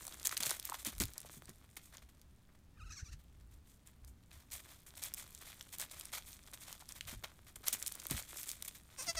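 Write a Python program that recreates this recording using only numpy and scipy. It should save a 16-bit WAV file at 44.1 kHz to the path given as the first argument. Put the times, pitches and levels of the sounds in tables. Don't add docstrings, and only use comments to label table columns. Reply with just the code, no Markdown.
import sys
import numpy as np
from scipy import signal
from scipy.fft import rfft, irfft
from scipy.io import wavfile
from scipy.ndimage import uniform_filter1d

SR = 44100
rng = np.random.default_rng(int(sys.argv[2]) if len(sys.argv) > 2 else 0)


def master_out(mix):
    frames = np.transpose(np.atleast_2d(mix))
    ceiling = np.clip(frames, -1, 1)
    pcm = np.round(ceiling * 32767).astype(np.int16)
    wavfile.write(sys.argv[1], SR, pcm)


N = 405279
TIME = np.arange(N) / SR
CUTOFF_HZ = 16000


def from_db(db):
    return 10 ** (np.asarray(db) / 20)


def rms_one(x):
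    return x / np.sqrt(np.mean(x ** 2) + 1e-20)


def even(x, window_s):
    power = np.abs(uniform_filter1d(x ** 2, max(int(window_s * SR), 8)))
    return x / np.sqrt(power + 1e-12)


def band(x, low_hz, high_hz, order=3):
    edges_hz = [low_hz, min(high_hz, .45 * SR)]
    return signal.sosfilt(signal.butter(order, edges_hz, "band", fs=SR, output="sos"), x)


def octave_band(x, hz, half_width_octaves, order=3):
    ratio = 2 ** half_width_octaves
    return band(x, hz / ratio, hz * ratio, order)


def colour(x, points):
    size = 4096
    hz, db = np.transpose(points)
    grid_hz = np.maximum(np.arange(size // 2 + 1) * SR / size, 1)
    gain = from_db(np.interp(np.log(grid_hz), np.log(hz), db))
    cepstrum = irfft(np.log(gain))
    cepstrum[1:size // 2] *= 2
    cepstrum[size // 2 + 1:] = 0
    impulse = irfft(np.exp(rfft(cepstrum)))
    return rms_one(signal.oaconvolve(x, impulse)[:N])


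def wobble(cutoff_hz):
    lowpass = signal.butter(2, cutoff_hz, fs=SR, output="sos")
    return rms_one(signal.sosfilt(lowpass, rng.standard_normal(N)))


def swell(t, length_s):
    return np.sqrt(1 + 3 * (2 * t / length_s) ** 2) - 1


def add_hit(out, start_s, peak_db, hit):
    i = int(start_s * SR)
    out[i:i + len(hit)] += from_db(peak_db) * hit / np.abs(hit).max()


def grains(per_s, spread_db, cycles):
    sizes = from_db(spread_db * np.minimum(rng.exponential(1, N), 4))
    sizes = sizes * rng.choice([-1, 1], N)
    clicks = sizes * (rng.random(N) < per_s / SR)
    pitches_hz = np.linspace(900, 15500, 14)
    dealt = rng.integers(0, len(pitches_hz), N)
    out = np.zeros(N)
    for k, hz in enumerate(pitches_hz):
        r = np.exp(-np.pi * (hz + 4000) / cycles / SR)
        poles = [1, -2 * r * np.cos(2 * np.pi * hz / SR), r * r]
        ringing = signal.lfilter([1 - r, 0, r - 1], poles, clicks * (dealt == k) + 1e-18)
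        out += ringing * np.sqrt(4000 / (hz + 4000))
    return out


# (middle [s], length [s], relative level [dB])
GUSTS = [(0.817, 0.042, -58), (1.02, 0.081, -41), (2.05, 0.043, -55), (2.86, 0.13, -48), (3.03, 0.014, -40),
         (3.138, .08, -46.5), (3.45, 0.32, -56), (4.06, 0.13, -52.5), (4.39, 0.046, -55),
         (4.55, .04, -54.5), (7.076, 0.071, -52.5), (7.17, 0.049, -48.5), (8.155, 0.056, -45),
         (9.18, 0.036, -47)]
# (frequency [Hz], relative density [dB])
BREEZE_COLOUR = [(13, -43.5), (22, -4), (43, -4), (65, 0), (120, -16), (220, -29.5), (290, -51.5),
                 (480, -120)]


def breeze(calm_db, level_db, gust_edge_db):
    db = calm_db + 2.1 * wobble(6)
    for middle, length, top_db in GUSTS:
        db = np.maximum(db, top_db - gust_edge_db * swell(TIME - middle, length))
    rumble = band(colour(rng.standard_normal(N), BREEZE_COLOUR), 36, 180)
    return from_db(db + level_db) * even(rumble, 0.04)


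# (frequency [Hz], relative density [dB])
HUSH = [(60, -2), (150, -6), (280, -12.5), (480, -22.5), (1000, -25.5), (2000, -30.5), (5000, -35.5),
        (16000, -41.5)]


def hush(level_db):
    return from_db(level_db) * colour(rng.standard_normal(N), HUSH)


# (time [s], relative level [dB])
GRIT = [(0.0, -53), (0.5, -58.5), (1.05, -60), (1.6, -71), (2.2, -77), (2.65, -84.5), (3.2, -79),
        (4.45, -79), (4.55, -57.5), (4.85, -70), (5.1, -60.5), (6.2, -63.5), (6.45, -66), (7.15, -65),
        (7.55, -75), (7.7, -56), (8.5, -58), (8.9, -70), (9.05, -62)]
# (frequency [Hz], relative density [dB])
GRAVEL = [(180, -66.5), (300, 12.5), (478, 3), (634, 4), (801, -2), (1190, 0.5), (1810, -1), (2400, -1),
          (2840, -5), (3400, 0.5), (4990, -5.5), (8940, -1), (10400, -5), (15000, -3.5), (16000, -26.5)]


def grit(level_db, slide_db, slide_s):
    times, levels_db = np.transpose(GRIT)
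    power = from_db(np.interp(TIME, times, levels_db) + level_db) ** 2
    dying = np.exp(-TIME[:SR] / slide_s)
    for start, length, tread_db, bright_db in CRUNCHES:
        i = int((start + length / 2) * SR)
        slide = from_db(tread_db + min(bright_db, 0) + slide_db) * dying[:N - i]
        power[i:i + SR] += slide ** 2
    trickle = grains(per_s=5000, spread_db=4.8, cycles=4.0)
    return np.sqrt(power) * even(colour(trickle, GRAVEL), 0.15)


# (time [s], peak [dB], ring [Hz])
STONES = [(0.052, -35, 8000), (0.0675, -29, 7840), (0.079, -32, 6660), (0.1982, -37, 6630),
          (0.256, -21.5, 6400), (0.271, -15, 7800), (0.293, -28.5, 3520), (0.314, -27, 4500),
          (0.3692, -23.5, 3870), (0.3762, -21.5, 6660), (0.4282, -23.5, 7200), (0.433, -21, 5800),
          (0.454, -26, 7500), (0.494, -22.5, 6600), (0.507, -20.5, 7700), (0.5977, -29, 8400),
          (0.6525, -22.5, 11500), (0.6975, -27, 7600), (0.849, -27, 7160), (0.868, -24, 9200),
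          (0.9512, -41, 7000), (0.9815, -34, 8650), (1.0009, -18, 8450), (1.0365, -23, 5340),
          (1.0546, -27.5, 9900), (1.1355, -37, 8450), (1.18, -27, 8400), (1.2034, -35.5, 10300),
          (1.456, -39, 7150), (1.4935, -35.5, 8500), (1.97, -37.5, 5500), (1.9818, -41.5, 2230),
          (2.215, -44, 8000), (3.8734, -41.5, 7300), (4.0476, -43.5, 7900), (4.078, -47, 9600),
          (4.3146, -44.5, 1890), (4.5212, -34, 6300), (4.974, -37, 8700), (5.0373, -23, 8100),
          (5.1386, -24.5, 10500), (5.1448, -31, 9500), (5.349, -32.5, 7840), (5.61, -31.5, 3970),
          (5.7844, -27, 10800), (5.798, -27, 8300), (5.8056, -28, 8200), (5.814, -25.5, 8900),
          (5.922, -38, 7000), (5.9975, -29, 9900), (6.0103, -31, 5000), (6.0542, -32, 7800),
          (6.33, -37, 5130), (6.7275, -32.5, 6660), (6.89, -35, 7460), (6.9221, -31.5, 7800),
          (7.0091, -26, 3350), (7.245, -31, 3500), (7.5572, -41, 8250), (7.6824, -15.5, 9300),
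          (7.729, -21, 10900), (7.826, -25.5, 7400), (7.8637, -25.5, 6700), (7.8721, -29, 9900),
          (7.8788, -21.5, 7260), (7.922, -28.5, 8450), (7.953, -30.5, 12000), (8.0005, -33, 7700),
          (8.053, -36, 6200), (8.068, -26, 10000), (8.11, -21, 9100), (8.225, -35, 6740),
          (8.3724, -32, 8170), (8.4316, -30, 8500), (8.4915, -25, 8200), (8.5154, -27, 8000),
          (8.6241, -26.5, 8700)]


def stones(rise_s, ring_s, rattle_db, rattle_s, half_width_octaves):
    size = 1024
    t, out = TIME[:size], np.zeros(N + size)
    decay = np.exp(-t / ring_s) + from_db(rattle_db) * np.exp(-t / rattle_s)
    contact = (1 - np.exp(-t / rise_s)) * decay
    for s, peak_db, hz in STONES:
        snap = octave_band(rng.standard_normal(size) * contact, hz, half_width_octaves, order=1)
        snap = band(snap, hz / 5, CUTOFF_HZ, order=2)
        add_hit(out, s, peak_db, snap)
    return out[:N]


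# (time [s], relative peak [dB], thud [Hz])
FOOTFALLS = [(0.07, -58, 310), (0.399, -51, 211), (0.462, -49.5, 154), (0.868, -42, 181), (1.001, -34, 233),
             (1.034, -45, 93), (1.368, -52.5, 194), (1.487, -52, 237), (5.829, -57, 83.4), (7.06, -50, 71),
             (7.124, -48.5, 174), (7.235, -58.5, 150), (7.731, -53.5, 250), (8.108, -36.5, 220),
             (8.139, -41.5, 81.5), (9.073, -50.5, 194)]


def footfalls(level_db, rise_s, decay_s, half_width_octaves):
    size = 8192
    t, out = TIME[:size], np.zeros(N + size)
    envelope = (1 - np.exp(-t / rise_s)) * np.exp(-t / decay_s)
    for s, peak_db, hz in FOOTFALLS:
        ground = even(octave_band(rng.standard_normal(size), hz, half_width_octaves), 0.0089)
        thud = band(ground * envelope, 40, 326)
        add_hit(out, s, peak_db + level_db, thud)
    return out[:N]


# (time [s], relative peak [dB], ring [Hz])
KNOCKS = [(0.078, -40, 930), (0.143, -39.5, 1570), (0.31, -33.5, 1350), (0.325, -29, 1380),
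          (0.459, -44, 1710), (0.691, -37, 970), (0.721, -27, 1070), (0.742, -41, 910), (1.248, -44, 634),
          (6.822, -43.5, 1010), (7.606, -52.5, 390)]


def knocks(level_db, decay_s, half_width_octaves):
    size = 2048
    decay, out = np.exp(-TIME[:size] / decay_s), np.zeros(N + size)
    for s, peak_db, hz in KNOCKS:
        clack = octave_band(rng.standard_normal(size) * decay, hz, half_width_octaves, order=2)
        add_hit(out, s, peak_db + level_db, clack)
    return out[:N]


# (start [s], length [s], relative level [dB], brightness [dB])
CRUNCHES = [(0.136, 0.021, -71, 0), (0.249, 0.025, -46, 5.5), (0.314, 0.033, -49.5, 2),
            (0.367, 0.013, -46, 4), (0.404, 0.0077, -40.5, 1), (0.422, 0.037, -45.5, -1),
            (0.457, 0.03, -40.5, 2.5), (0.492, 0.055, -45, -0.5), (0.564, 0.012, -53.5, 2),
            (0.645, 0.073, -56.5, 2.5), (0.738, 0.018, -47.5, -3.5), (0.785, 0.045, -57.5, 2.5),
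            (0.849, 0.053, -46.5, 1), (1.004, 0.027, -39, 1), (1.158, 0.031, -68.5, -13),
            (1.258, 0.016, -58, -0.5), (1.31, 0.083, -65.5, 5.5), (1.479, 0.028, -63.5, -7),
            (1.767, 0.0092, -48.5, -0.5), (1.818, 0.092, -72.5, 4), (1.921, 0.08, -65, -5.5),
            (2.02, 0.02, -66, -4), (2.089, 0.018, -68.5, -1), (2.49, 0.012, -74.5, -16),
            (2.549, 0.0084, -69.5, -6), (3.191, 0.023, -70, -1.5), (3.398, 0.019, -73.5, -6),
            (3.509, 0.059, -77, 2), (3.664, 0.098, -73.5, 4), (3.86, 0.047, -70, 2.5),
            (4.073, 0.031, -74, 10), (4.308, 0.14, -66.5, -1.5), (4.513, 0.064, -53.5, 4),
            (4.679, 0.092, -63, -1.5), (4.863, 0.031, -62.5, 4.5), (4.967, 0.04, -58, 1),
            (5.018, 0.067, -51, 2.5), (5.169, 0.065, -54, 2), (5.408, 0.032, -58, -2),
            (5.453, 0.099, -59, 0), (5.603, 0.012, -64, -6), (5.726, 0.028, -51, 2.5),
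            (5.795, 0.055, -50, 0.5), (5.911, 0.014, -53.5, 1.5), (5.924, 0.18, -60.5, -1),
            (6.126, 0.064, -46.5, -1), (6.26, 0.099, -62.5, 4), (6.474, 0.0065, -56, -2),
            (6.534, 0.014, -49.5, 1.5), (6.608, 0.049, -58.5, 2), (6.665, 0.096, -57, -1.5),
            (6.801, 0.019, -58, 0), (6.892, 0.028, -59, -1), (6.955, 0.03, -55.5, 0),
            (7.071, 0.076, -50.5, -0.5), (7.237, 0.015, -45, -6), (7.274, 0.045, -67.5, -8),
            (7.466, 0.04, -62.5, -2.5), (7.558, 0.0079, -59, 6), (7.637, 0.025, -55.5, -5),
            (7.664, 0.037, -44, 1.5), (7.726, 0.029, -43, 4.5), (7.794, 0.033, -67.5, 15.5),
            (7.865, 0.018, -51.5, 8), (8.098, 0.057, -45.5, 0.5), (8.164, 0.044, -47, 1),
            (8.281, 0.076, -60.5, 3.5), (8.357, 0.087, -58, 8.5), (8.46, 0.092, -56.5, 5.5),
            (8.647, 0.015, -58.5, 10), (8.678, 0.008, -48.5, 5.5), (8.748, 0.024, -57.5, 1.5),
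            (8.899, 0.075, -69, -3.5), (9.027, 0.048, -55.5, -1), (9.129, 0.005, -59, 1),
            (9.152, 0.0073, -49, -3.5)]
# (low edge [Hz], high edge [Hz])
GRAVEL_BANDS = [(500, 2000), (2000, 6000), (6000, 16000)]


def crunches(rise_s, fall_s, arch_db, crest_skew, low_db, middle_db, high_db):
    gravel = colour(grains(per_s=5000, spread_db=1.0, cycles=5.9), GRAVEL)
    pressure = np.zeros((len(GRAVEL_BANDS), N))
    for start, length, db, bright_db in CRUNCHES:
        near = slice(max(int((start - .03) * SR), 0), int((start + length + .15) * SR))
        t = TIME[near] - start
        shape = np.exp(np.minimum(t, 0) / rise_s - np.maximum(t - length, 0) / fall_s)
        crest = np.sin(np.pi * np.clip(t / length, 0, 1) ** crest_skew)
        arch = from_db(arch_db * (crest - 1))
        levels = from_db([db + low_db - bright_db, db + middle_db, db + high_db + bright_db])
        pressure[:, near] = np.maximum(pressure[:, near], levels[:, None] * shape * arch)
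    return sum(p * even(band(gravel, *edges), 0.021) for p, edges in zip(pressure, GRAVEL_BANDS))


def pebbles(gravel, per_s, spread_db, level_db, follow_s):
    pressed = np.sqrt(np.abs(uniform_filter1d(gravel ** 2, int(follow_s * SR))))
    return from_db(level_db) * pressed * colour(grains(per_s, spread_db, cycles=3.7), GRAVEL)


def quaver(throbs, strain, edge_shape):
    swing_per_s = 11.5
    edge_db = 7.5
    middle, length, hz, fall, rise, db, shrill, mouth, hoarse = np.transpose(throbs)
    depth = swell(TIME - middle[:, None], length[:, None]) ** edge_shape
    levels = db[:, None] - edge_db * depth
    k = levels.argmax(axis=0)
    t = TIME - middle[k]
    tight = np.sin(np.pi * np.clip(t * swing_per_s, -.5, .5)) ** 2
    pitch = hz[k] * 2 ** (np.where(t < 0, fall[k], rise[k]) * tight)
    level = np.maximum(levels.max(axis=0), -160)
    controls = [pitch, level, shrill[k], mouth[k], hoarse[k] + strain * tight ** 2]
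    return uniform_filter1d(np.array(controls), int(.004 * SR), axis=1)


def bleat(throbs, shut, wide, edge_shape, strain, jitter, deep_db, shrill_db):
    pitch, db, shrill, *shares = quaver(throbs, strain, edge_shape)
    mouth, hoarse = np.clip(shares, 0, 1)
    on, pulses = db > -90, np.zeros(N)
    unsteady_pitch = pitch * (1 + jitter * (hoarse + 0.0513) * wobble(415))
    phase = 2 * np.pi * np.cumsum(unsteady_pitch) / SR
    for k in range(1, 28):
        pulses[on] += np.cos(k * phase[on]) * (k * pitch[on] < CUTOFF_HZ)
    pulses = even(pulses, 0.0041) * (1 + hoarse * np.cos(phase / 2))
    air = (hoarse + 0.046) * rng.standard_normal(N) * (1 + 1.2 * np.cos(phase))
    folds = on * (pulses + air)
    voice = (1 - mouth) * colour(folds, shut) + mouth * colour(folds, wide)
    low = from_db(deep_db) * even(band(voice, 350, 3300), 0.014)
    high = from_db(shrill + shrill_db) * even(band(voice, 3300, 15000), .012)
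    return on * from_db(db) * (low + high)


# (middle [s], length [s], pitch [Hz], fall into it [octaves], rise out of it [octaves],
# relative level [dB], relative shrillness [dB], mouth opening [0-1], base hoarseness [0-1])
KID_THROBS = [(2.778, 0.0098, 1223, 0, 1.6, -63.5, -15, .05, .15),
              (2.819, 0.046, 1240, .55, 0.43, -56.5, -11, .05, 0.07),
              (2.873, .042, 1290, .4, .45, -60.5, -5, .05, .2),
              (2.912, 0.018, 1268, 0.98, 0.2, -52.5, -1, .7, 0.15),
              (2.923, 0.052, 1676, 0.19, 0.029, -59, 8.5, .95, 0.8),
              (2.984, .046, 1074, .5, 0.46, -58, 8.5, 1, .08),
              (3.0, 0.035, 1492, 0.41, .5, -55.5, 3, .95, 0.76),
              (3.068, .04, 1150, 0.48, 0.53, -65, 8.5, 0.7, 0.18),
              (3.092, 0.028, 1333, 0.38, 1.6, -65, 3, 0.53, 0.17),
              (3.131, 0.021, 1787, 0.16, .2, -59.5, 3.5, .2, 1)]
# (frequency [Hz], relative level [dB])
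KID_SHUT = [(800, -28), (1200, 0), (1700, -4), (2100, -7), (2700, -2.5), (3300, -14), (4100, -6),
            (5200, -8), (6600, -6), (8000, -13), (9200, -11), (10300, -22), (12000, -19), (14000, -30)]
KID_OPEN = [(800, -37), (1200, -1), (1700, 10), (2200, 0), (2800, -3), (3300, -16), (4100, -2), (5000, -8),
            (5900, 7.5), (6800, -5), (8000, -9), (10000, -28), (11500, -18), (14000, -38)]


def kid_squeal():
    return bleat(KID_THROBS, KID_SHUT, KID_OPEN, edge_shape=0.82, strain=.25, jitter=0.085,
                 deep_db=-1.5, shrill_db=-0.9)


# (middle [s], length [s], pitch [Hz], fall into it [octaves], rise out of it [octaves],
# relative level [dB], relative shrillness [dB], mouth opening [0-1], base hoarseness [0-1])
DOE_THROBS = [(9.003, 0.037, 508.6, 0.42, 0.32, -49.5, 6.5, .1, 0.074),
              (9.026, .02, 594, 0.38, 0.19, -55, 11, .2, 0.51),
              (9.073, 0.017, 735, 0.202, 0, -50.5, 5, 0.61, .7),
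              (9.095, .034, 672, .22, 0, -40, 3.6, 0.99, .05),
              (9.183, 0.027, 647, .36, .3, -41.5, 3.6, .95, 0.044)]
# (frequency [Hz], relative level [dB])
DOE_SHUT = [(400, -13), (1050, -5.5), (1650, -11), (2100, -13), (2580, -6), (3000, -16), (4500, -13.5),
            (5750, 0.5), (6400, -5), (7300, -3), (7900, -9), (8900, 1), (10000, -15), (15000, -14)]
DOE_OPEN = [(400, -26), (670, -6), (1350, -11.5), (2020, -5), (2700, -12), (3400, -13), (4050, -13),
            (4720, -2.5), (6750, -4.5), (7400, -25), (8100, -10), (8800, -10), (10000, -21), (15000, -26)]


def doe_bleat():
    return bleat(DOE_THROBS, DOE_SHUT, DOE_OPEN, edge_shape=1.6, strain=2.0, jitter=0.032,
                 deep_db=-1.5, shrill_db=0.0)


def outdoors(x, scatter_db, decay_s):
    t = TIME[:SR // 2]
    tail = rng.standard_normal(len(t)) * np.exp(-t / decay_s) * (t > .004)
    scattered = signal.oaconvolve(x, tail / np.linalg.norm(tail))[:N]
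    return x + from_db(scatter_db) * band(scattered, 200, 7700)


def scene():
    air = breeze(calm_db=-66.5, level_db=-2.0, gust_edge_db=6) + hush(level_db=-65)
    trickle = grit(level_db=-2.5, slide_db=-18, slide_s=0.074)
    snaps = stones(rise_s=0.000081, ring_s=0.00075, rattle_db=-22, rattle_s=0.0039, half_width_octaves=0.54)
    thuds = footfalls(level_db=2.5, rise_s=0.0016, decay_s=0.014, half_width_octaves=0.83)
    clacks = knocks(level_db=-4.0, decay_s=0.0033, half_width_octaves=0.46)
    treads = crunches(rise_s=0.0011, fall_s=0.0072, arch_db=8, crest_skew=0.54,
                      low_db=-6.0, middle_db=-0.5, high_db=1.0)
    gravel = (treads + trickle) * from_db(2.2 * wobble(90))
    pressed_pebbles = pebbles(gravel, per_s=110, spread_db=3.0, level_db=-9, follow_s=0.023)
    loose_pebbles = pebbles(trickle, per_s=22, spread_db=2.2, level_db=-2.5, follow_s=0.14)
    steps = gravel + pressed_pebbles + loose_pebbles + snaps + thuds + clacks
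    sources = outdoors(steps, scatter_db=-15.5, decay_s=0.032)
    sources = sources + outdoors(kid_squeal(), scatter_db=-19, decay_s=0.018)
    sources = sources + outdoors(doe_bleat(), scatter_db=-24, decay_s=0.032)
    return (sources + air)[None]


def record(dry):
    return signal.sosfilt(signal.ellip(10, .2, 70, CUTOFF_HZ, fs=SR, output="sos"), dry)


dry = scene()
out = record(dry)
master_out(out)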